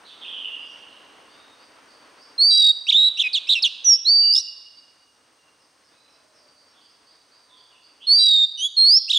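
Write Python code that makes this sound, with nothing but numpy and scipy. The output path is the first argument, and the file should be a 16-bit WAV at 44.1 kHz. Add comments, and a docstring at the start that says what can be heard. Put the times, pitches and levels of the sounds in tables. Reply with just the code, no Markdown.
"""Other birds call at a distance over a soft outdoor wash, most of their sound arriving by reflection.
From 2.4 s a caged magpie-robin, close by on a hard-walled veranda, sings a phrase and the wash sinks.
The two sides of its syrinx whistle alone or together, and together they make sum tones; the walls ring.
Fainter distant calls follow as the wash rises a little; from 8.1 s comes a second phrase, to the end."""
import sys
import numpy as np
from scipy import signal
from scipy.fft import rfft, irfft
from scipy.io import wavfile
from scipy.ndimage import uniform_filter1d, minimum_filter1d

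SR = 44100
rng = np.random.default_rng(int(sys.argv[2]) if len(sys.argv) > 2 else 0)


def unload_audio(sound):
    """Save the sound as a 16-bit wav file, at the path given as the first command line argument."""
    columns = np.transpose(np.atleast_2d(sound))
    # keep every value between -1 and 1, then stretch to whole-number steps
    steps = np.round(np.clip(columns, -1, 1) * 32767)
    wavfile.write(sys.argv[1], SR, steps.astype(np.int16))


N = 404838
TIME = np.arange(N) / SR

# All table levels are relative.
# Whistles of the upper voice, one glide each: start t/s, length t/s, from f/Hz, to f/Hz,
# steepest after t/s, glide t/s, level/dB, swell level/dB, attack t/s, release t/s,
# overtone level/dB, harshness (0-1)
UPPER_WHISTLES = [ (2.378, 0.18, 4060, 4702, 0.016, 0.068, -13, -3.5, 0.039, 0.0045, -3, .02),
                  (3.326, 0.064, 5090, 3350, 0.024, 0.031, -25, 10.5, 0.026, 0.0044, -1.5, 0.28),
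                  (3.645, 0.026, 3700, 3320, 0.01, 0.022, -17.5, -4.5, .004, 0.0044, -4.5, 0.44),
                  (3.842, 0.13, 5985, 5425, 0.043, .05, -10, -2.5, .05, 0.038, 5.5, 0.05),
                  (4.048, 0.28, 3690, 4642, .001, 0.038, -13.5, -3, 0.038, 0.0024, -14, 0.04),
                  (4.388, 0.028, 5700, 5660, .009, 0.0088, -27, -1, 0.0057, .006, 2.5, 0.23),
                  (8.067, .184, 4235, 4745, 0.058, 0.041, -12.5, -11, 0.057, 0.0078, -3, 0.01),
                  (8.764, 0.23, 4222, 5497, .166, 0.057, -11.5, 2.5, 0.018, 0.02, -3, 0.06)]
# Whistles of the lower voice: start t/s, length t/s, from f/Hz, to f/Hz,
# steepest after t/s, glide t/s, level/dB, swell level/dB, attack t/s, release t/s,
# overtone level/dB, harshness (0-1)
LOWER_WHISTLES = [ (2.5, 0.22, 3903, 3782, .108, 0.047, -13.5, 4, 0.017, 0.012, -3, .025),
                  (2.939, .153, 3310, 3869, .001, .036, -13, -2.5, 0.0087, 0.0055, -2, 0.22),
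                  (3.232, 0.051, 2553, 2400, 0.036, 0.011, -22, 2, 0.0095, 0.0055, -17, 0.49),
                  (3.329, 0.062, 4640, 2620, 0.015, 0.029, -18.5, -13, .023, 0.034, -2, .08),
                  (3.549, 0.051, 2725, 2626, 0.02, 0.0056, -22.5, -8, 0.0066, 0.0087, -6.5, .35),
                  (3.621, 0.064, 5172, 2861, 0.016, 0.013, -17.5, -16.5, .02, .008, -1.5, .35),
                  (4.346, 0.064, 3540, 4060, 0.021, .1, -29.5, -7.5, 0.011, .004, 11, 0.54),
                  (8.175, 0.286, 3988, 3690, 0.1, 0.079, -14, 0.5, 0.05, 0.013, -2, .06),
                  (8.572, 0.11, 2918, 3398, 0.05, 0.028, -19.5, 6, 0.087, 0.03, 12, 0.18),
                  (9.153, .045, 3600, 3420, 0.00078, 0.0089, -13.5, 6, 0.0063, .005, 7, 0.45)]
# Warbles of the lower voice: start t/s, length t/s, lead-in t/s, scoop t/s, from f/Hz, top f/Hz,
# first dip t/s, first dip f/Hz, each dip's size over the last (ratio), closing drop f/Hz,
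# level/dB, overtone level/dB, harshness (0-1)
LOWER_WARBLES = [ (2.865, .08, 0.016, 0.021, 2500, 3784, 0.028, 1534, 0.57, -0.5, -11.5, -1.5, .45),
                 (3.17, .062, 0.02, 0.015, 2520, 3623, .015, 597, .9, 701.5, -14, 1, 0.7),
                 (3.468, .082, 0.021, .007, 2380, 3992, 0.01, 353, 1, 999, -12, 1.5, 0.7),
                 (9.079, .079, .015, .02, 2520, 3837, 0.0227, 1248, 0.597, 9, -14.5, 6.5, 0.61)]
# Trains of pips into which the upper voice breaks: start t/s, pips (count), first period t/s,
# each period over the last (ratio), first f/Hz, last f/Hz, first level/dB, last level/dB,
# sounding share of first period (0-1), of last (0-1)
UPPER_PIP_TRAINS = [ (2.546, 7, .0236, .994, 4710, 4540, -14.5, -19.5, .85, .68),
                    (4.323, 5, .0105, 1.14, 4830, 5350, -12.5, -14, .95, .95),
                    (8.254, 6, .026, 1, 4760, 4260, -17, -30, .74, .36)]
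# Transmission of throat and beak: f/Hz, level/dB
THROAT_RESPONSE = [(2000, -18.5), (2700, -12.5), (3600, 0), (5500, -1), (7000, -10.5), (8600, -6),
                   (10200, -9), (11500, -36.5), (13300, -16.5), (15300, -10)]
# Reverberation time of the veranda, apart from its early boost: f/Hz, t60 t/s
RING_TIME = [(500, 1.1), (2800, 1.69), (4500, 1.245), (6000, 0.8), (9000, 0.72), (15000, .35)]
# Single slurs of distant birds: start t/s, length t/s, start f/Hz, end f/Hz, level/dB
FAR_SLURS = [ (.032, 0.085, 4460, 2950, -44.5), (.194, 0.069, 3626, 2724, -35),
             (.25, 0.14, 3584, 2850, -34), (.388, 0.092, 3073, 2720, -30), (.56, 0.19, 4890, 4710, -60.5),
             (.667, 0.052, 5300, 5880, -58), (1.24, 0.25, 3530, 3810, -59), (.872, 0.071, 4413, 3505, -60),
             (2.2, 0.037, 4800, 5540, -52.5), (4.2, 0.062, 2882, 2806, -35), (4.799, 0.37, 535, 532.3, -81),
             (5.33, .16, 2852, 2780, -66), (5.88, .26, 2513, 2579, -71.5), (5.88, 0.058, 3510, 3950, -67),
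             (5.93, .16, 3930, 4035, -63), (6.097, 0.34, 657, 561, -66.5), (6.346, 0.18, 4780, 4596, -61.5),
             (6.66, 0.043, 5464, 5320, -64), (6.7, 0.15, 3880, 2944, -61.5), (6.88, 0.042, 4800, 5480, -60),
             (7.08, 0.059, 3200, 4940, -62.5), (7.444, 0.15, 997, 1030, -64.5),
             (7.46, 0.13, 3700, 3196, -55), (7.68, 0.095, 2962, 2640, -58), (7.998, 0.054, 2640, 4040, -40)]
# Repeated chirps of distant birds: start t/s, chirps (count), period t/s, length t/s,
# start f/Hz, end f/Hz, level/dB, growth per chirp level/dB
FAR_CHIRP_SERIES = [ (1.272, 4, .297, 0.066, 4400, 4850, -58, 1.5),
                    (5.582, 4, 0.25, 0.066, 5580, 4450, -64.5, 1.5),
                    (6.548, 6, .251, .06, 4430, 4890, -55.5, 0.36)]
# Spectrum of the outdoor wash: f/Hz, level/dB per Hz
WASH_SPECTRUM = [(30, -25.5), (140, -17), (290, 0.5), (370, -4.5), (460, 0.5), (780, -2), (1050, 1),
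                 (2400, -7), (3000, -7), (4600, -17.5), (7500, -39.5)]
# Spectrum of the low rumble and thin hiss: f/Hz, level/dB per Hz
HISS_SPECTRUM = [(25, -14.5), (60, -3), (115, 1), (200, -7), (2000, -20), (4500, 1.5), (6300, -0.5),
                 (7300, -12), (8700, 1.5), (9500, -8), (10500, -21.5), (15500, -19.5)]
# Course of the background level: t/s, level/dB
BACKGROUND_LEVEL = [(0, -53), (1.6, -54), (2.4, -54), (2.75, -59), (3.6, -60.5), (4.35, -66.5), (5, -64.5),
                    (6.4, -63), (8.1, -63.5), (8.3, -66.5), (9.18, -69.5)]
# Left-right correlation of the background: f/Hz, likeness (0-1)
LIKENESS = [(60, 0.88), (250, 0.99), (500, 0.71), (1000, .67), (2200, 0.68), (5300, 0.94)]

THRESHOLD = .06  # a whistle starts and stops at this share of its strength
HOOK, HOOK_S = .05, .006  # it starts sharp by this share of its pitch and settles this fast
# the lead-in of a warble creeps up softly until the voice catches
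CREEP_HZ_PER_S, LEAD_IN_DB, CATCH_S = 23000, -4, .007
DROP_S = 0.017  # the closing drop of a warble takes this long
DB_PER_OCTAVE = 32  # a warble weakens as its pitch falls below the top
# the faintest birds chirp at random within these ranges
STRAY_PER_S, STRAY_DB = 1.1, -68
STRAY_S, STRAY_HZ, STRAY_OCTAVES = (.04, .1), (3400, 5400), .25
EDGE_HZ = 15850  # upper band limit


def robin(sum_db=-17, above_db=-16, below_db=-24, clash_db=-42):
    """Intermodulation: where both sides of the syrinx sound, each modulates the other into side tones."""
    upper_notes = [whistle(*row) for row in UPPER_WHISTLES]
    for row in UPPER_PIP_TRAINS:
        upper_notes += pips(*row)
    lower_notes = [whistle(*row) for row in LOWER_WHISTLES]
    lower_notes += [warble(*row) for row in LOWER_WARBLES]
    high, high_overtones, high_rasp = voice(upper_notes)
    low, low_overtones, low_rasp = voice(lower_notes)

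    effort = np.hypot(abs(high), abs(low)) + 1e-9
    sums = amp(sum_db) * high * low / effort
    above = amp(above_db) * high ** 2 * low.conj()  # at 2 f_high - f_low
    below = amp(below_db) * low ** 2 * high.conj()  # at 2 f_low - f_high
    sides = (above + below) / effort ** 2

    # turbulent air, coloured by the throat, rides on harsh and on two-voiced notes
    hz = np.fft.rfftfreq(N, 1 / SR)
    high_pass = hz ** 4 / (hz ** 4 + 2200 ** 4)
    air_colour = amp(read(THROAT_RESPONSE, hz)) * high_pass
    air = evened(irfft(rfft(rng.standard_normal(N)) * air_colour, N))
    clash = amp(clash_db) * abs(high * low) / effort
    rasp = air * (high_rasp + low_rasp + clash)
    return (high + low + sums + sides).real + high_overtones + low_overtones + rasp


def voice(notes, jitter=0.0011, rough_jitter=0.058, shimmer=0.04, edge_s=0.0043, beat_hz=330, beat_depth=0.25,
          second_db=-21, third_db=-31, fourth_db=-39, rasp_db=-29, drift=0.0023, rough_drift=0.014):
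    """Phase integration: one side of the syrinx, as complex fundamental, overtones and rasp strength."""
    tone, overtones, rasp = np.zeros(N, complex), np.zeros(N), np.zeros(N)
    waver, flutter = wander(580), 1 + shimmer * wander(200)
    sway = wander(35)  # held pitches are never quite steady
    # in harsh notes a fainter tone a little higher adds a rapid beating,
    # like a close reflection against a gliding pitch
    offset_hz = beat_hz * (1 + 0.26 * wander(30))
    beat = beat_depth * np.exp(2j * np.pi * np.cumsum(offset_hz) / SR)
    for start, pitch, level, bright_db, harshness in notes:
        at = np.arange(N)[round(start * SR):][:len(pitch)]
        t, hz, push_db = TIME[at], pitch[:len(at)], level[:len(at)]
        from_edge_s = np.minimum(t - t[0], t[-1] - t)
        gate = np.sin(np.pi / 2 * np.clip(from_edge_s / edge_s, 0, 1)) ** 2
        height = np.sqrt(2) * amp(push_db) * gate * flutter[at]
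        rough = harshness * (height / height.max()) ** 0.12  # a note roughens as it grows louder
        hz = hz * (1 + (drift + rough * rough_drift) * sway[at])
        jittered_hz = hz * (1 + (jitter + rough * rough_jitter) * waver[at])
        phase = 2 * np.pi * np.cumsum(jittered_hz) / SR
        swing = np.exp(1j * phase) * (1 + rough * beat[at]) / np.hypot(1, rough * beat_depth)
        tone[at] += height * swing
        rasp[at] += amp(rasp_db) * rough * height
        # low notes lie under the throat's pass band, so their overtones stand out more
        for k, db in enumerate([second_db, third_db, fourth_db], start=2):
            throat_db = read(THROAT_RESPONSE, k * hz) - read(THROAT_RESPONSE, hz)
            passed = amp(bright_db + db + throat_db) * (k * hz < SR / 2)
            overtones[at] += height * passed * (swing ** k).imag
    return tone, overtones, rasp


def whistle(start, length, from_hz, to_hz, turn_s, glide_s, db, swell_db, attack_s, release_s,
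            bright_db, harshness):
    """Frequency glide: a small hook, then one S-curve, under an attack, a sloping hold and a release."""
    t = np.arange(0, length, 1 / SR)
    ease = np.tanh((t - turn_s) / glide_s)
    travelled = (ease - ease[0]) / (ease[-1] - ease[0])
    hz = (from_hz + (to_hz - from_hz) * travelled) * (1 + HOOK * np.exp(-t / HOOK_S))
    opening = np.clip(np.minimum(t / attack_s, (length - t) / release_s), 0, 1)
    opening_db = 20 * np.log10(THRESHOLD + (1 - THRESHOLD) * opening)
    level = db + swell_db * (t / length - .5) + opening_db
    return start, hz, level, bright_db, harshness


def warble(start, length, lead_s, scoop_s, from_hz, top_hz, dip_s, dip_hz, shrink, drop_hz, db,
           bright_db, harshness, count=6):
    """Frequency modulation: creeps in, scoops up, then dips again and again; loudness follows pitch."""
    t = np.arange(0, length, 1 / SR)
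    low = from_hz + CREEP_HZ_PER_S * np.minimum(t, lead_s)
    hz = low + (top_hz - low) * np.sin(np.pi / 2 * np.clip((t - lead_s) / scoop_s, 0, 1))
    begin = lead_s + scoop_s
    for size in shrink ** np.arange(count):  # depth and duration shrink together
        progress = np.clip((t - begin) / (size * dip_s), 0, 1)
        hz -= size * dip_hz * np.sin(np.pi * progress) ** 2
        begin += size * dip_s
    hz -= drop_hz * np.clip(1 - (length - t) / DROP_S, 0, 1) ** 2
    soft_db = LEAD_IN_DB * np.clip(1 - (t - lead_s) / CATCH_S, 0, 1)
    level = db + soft_db + DB_PER_OCTAVE * np.log2(hz / top_hz)
    return start, hz, level, bright_db, harshness


def pips(start, count, period, slowing, first_hz, last_hz, first_db, last_db, first_share, last_share,
         fall=.016, harshness=0.19):
    """Interrupted tone: short falling pips whose pitch, level and sounding share move evenly."""
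    notes = []
    for u in np.linspace(0, 1, round(count)):
        share = first_share + u * (last_share - first_share)
        size = int(SR * period * share)
        centre_hz = first_hz + u * (last_hz - first_hz)
        hz = centre_hz * np.linspace(1 + fall, 1 - fall, size)
        level = np.full(size, first_db + u * (last_db - first_db))
        notes.append((start, hz, level, 0, harshness))
        start, period = start + period, period * slowing
    return notes


def veranda(x, early_db=3, early_s=0.13, same=0.91):
    """Reverberation: sparse reflections of random sign, a strong early cluster, then a darkening tail."""
    count, step = 3000, 22  # reflections, and mean samples between them
    taps = np.zeros((2, (count + 8) * step))
    at = (np.arange(count) + 6) * step + rng.integers(0, step, (2, count))
    np.put_along_axis(taps, at, rng.choice([-1., 1.], at.shape), 1)
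    hz, t, bands = signal.stft(paired(taps, same), SR, nperseg=256)
    decay = np.exp(-np.log(1000) * t / read(RING_TIME, hz)[:, None])
    decay = decay * amp(early_db * np.exp(-t / early_s))
    decay /= np.sqrt(np.mean(decay ** 2, axis=1, keepdims=True))
    tail = signal.istft(bands * decay, SR, nperseg=256)[1] / np.sqrt(count)
    return signal.fftconvolve(x[None], tail, axes=1)[:, :N]


def far_birds(waver=0.0063, glide_waver=0.18):
    """Frequency modulation: level whistles are nearly pure; wide slurs warble as they glide."""
    out, drift = np.zeros(N), wander(200)
    for s, length, start_hz, end_hz, db in far_calls():
        hz = np.geomspace(start_hz, end_hz, int(length * SR))
        depth = waver + glide_waver * abs(np.log(end_hz / start_hz))
        hz = hz * (1 + depth * drift.take(int(s * SR) + np.arange(len(hz)), mode="wrap"))
        envelope = signal.windows.tukey(len(hz), .5)
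        add(out, s, amp(db) * envelope * np.sin(2 * np.pi * np.cumsum(hz) / SR))
    return out


def far_calls():
    """Superposition: single slurs, repeated chirps and strays, each t/s, length t/s, two f/Hz, level/dB."""
    repeats = []
    for s, count, period, length, start_hz, end_hz, db, growth_db in FAR_CHIRP_SERIES:
        for k in range(round(count)):
            repeats.append((s + k * period, length, start_hz, end_hz, db + k * growth_db))
    strays = []
    for when, long, high, slope in rng.random((round(STRAY_PER_S * N / SR), 4)):
        length = np.interp(long, [0, 1], STRAY_S)
        hz = np.interp(high, [0, 1], STRAY_HZ)
        end_hz = hz * 2 ** (STRAY_OCTAVES * (2 * slope - 1))
        strays.append((when * N / SR, length, hz, end_hz, STRAY_DB))
    return FAR_SLURS + repeats + strays


def outdoors(wash_db=1, hiss_db=-9, hiss_follow=0.3, flicker_db=1.18):
    """Filtered noise: a flickering wash over rumble and hiss, which follow its slow level changes less."""
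    level = np.interp(TIME, *np.transpose(BACKGROUND_LEVEL))
    wash, hiss = stereo_noise(WASH_SPECTRUM), stereo_noise(HISS_SPECTRUM)
    hiss_level = level.max() + hiss_follow * (level - level.max())
    wash_level = wash_db + level + flicker_db * wander(11)
    return wash * amp(wash_level) + hiss * amp(hiss_db + hiss_level)


def stereo_noise(spectrum):
    """Spectral shaping: partly correlated noise of the given spectrum, at rms 1."""
    hz = np.fft.rfftfreq(N, 1 / SR)
    white = rfft(rng.standard_normal((2, N)))
    return evened(irfft(paired(white, read(LIKENESS, hz)) * amp(read(spectrum, hz)), N))


def paired(two, same):
    """Partial correlation: makes two unrelated signals partly alike, as at two close microphones."""
    same = np.clip(same, -1, 1)
    return np.array([two[0], same * two[0] + np.sqrt(1 - same ** 2) * two[1]])


def wander(rate_hz):
    """Low-passed noise: smooth chance of rms 1, up to about the given rate."""
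    hz = np.fft.rfftfreq(N, 1 / SR)
    return evened(irfft(rfft(rng.standard_normal(N)) * np.exp(-(hz / rate_hz) ** 2), N))


def evened(x):
    """Normalization: scales to rms 1."""
    return x / np.sqrt(np.mean(x ** 2) + 1e-20)


def amp(db):
    """Level law: decibels to amplitude gain."""
    return 10 ** (np.asarray(db) / 20)


def read(points, hz):
    """Interpolation: reads a table on a log-frequency axis."""
    f, value = np.transpose(points)
    return np.interp(np.log(hz + 1), np.log(f + 1), value)


def add(mix, s, sound):
    """Superposition: mixes a sound in at time s."""
    part = mix[max(round(s * SR), 0):][:len(sound)]
    part += sound[:len(part)]


def scene(left_db=-2, right_db=1.1, room_db=-15, far_direct_db=-14, far_room_db=5.0,
          far_left_db=-2, far_right_db=1):
    """Direct-to-reverberant ratio: the robin is near, to one side; other birds come mostly by reflection."""
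    song, others = robin(), far_birds()
    near = (song + amp(room_db) * veranda(song)) * amp([[left_db], [right_db]])
    far = amp(far_direct_db) * others + amp(far_room_db) * veranda(others, early_db=4.0, early_s=.1)
    return near + far * amp([[far_left_db], [far_right_db]]) + outdoors()


def record(dry, ceiling_db=-4.5, hold_s=0.012):
    """Peak limiting: a quick limiter holds the loudest notes at one height; then the band limit."""
    span = max(int(hold_s * SR), 1)
    gain = np.minimum(1, amp(ceiling_db) / (abs(dry).max(0) + 1e-9))
    limited = dry * uniform_filter1d(minimum_filter1d(gain, span), span)
    low_pass = signal.firwin(511, EDGE_HZ, window=("kaiser", 9), fs=SR)
    return signal.oaconvolve(limited, low_pass[None], "same")


dry = scene()
out = record(dry)
unload_audio(out)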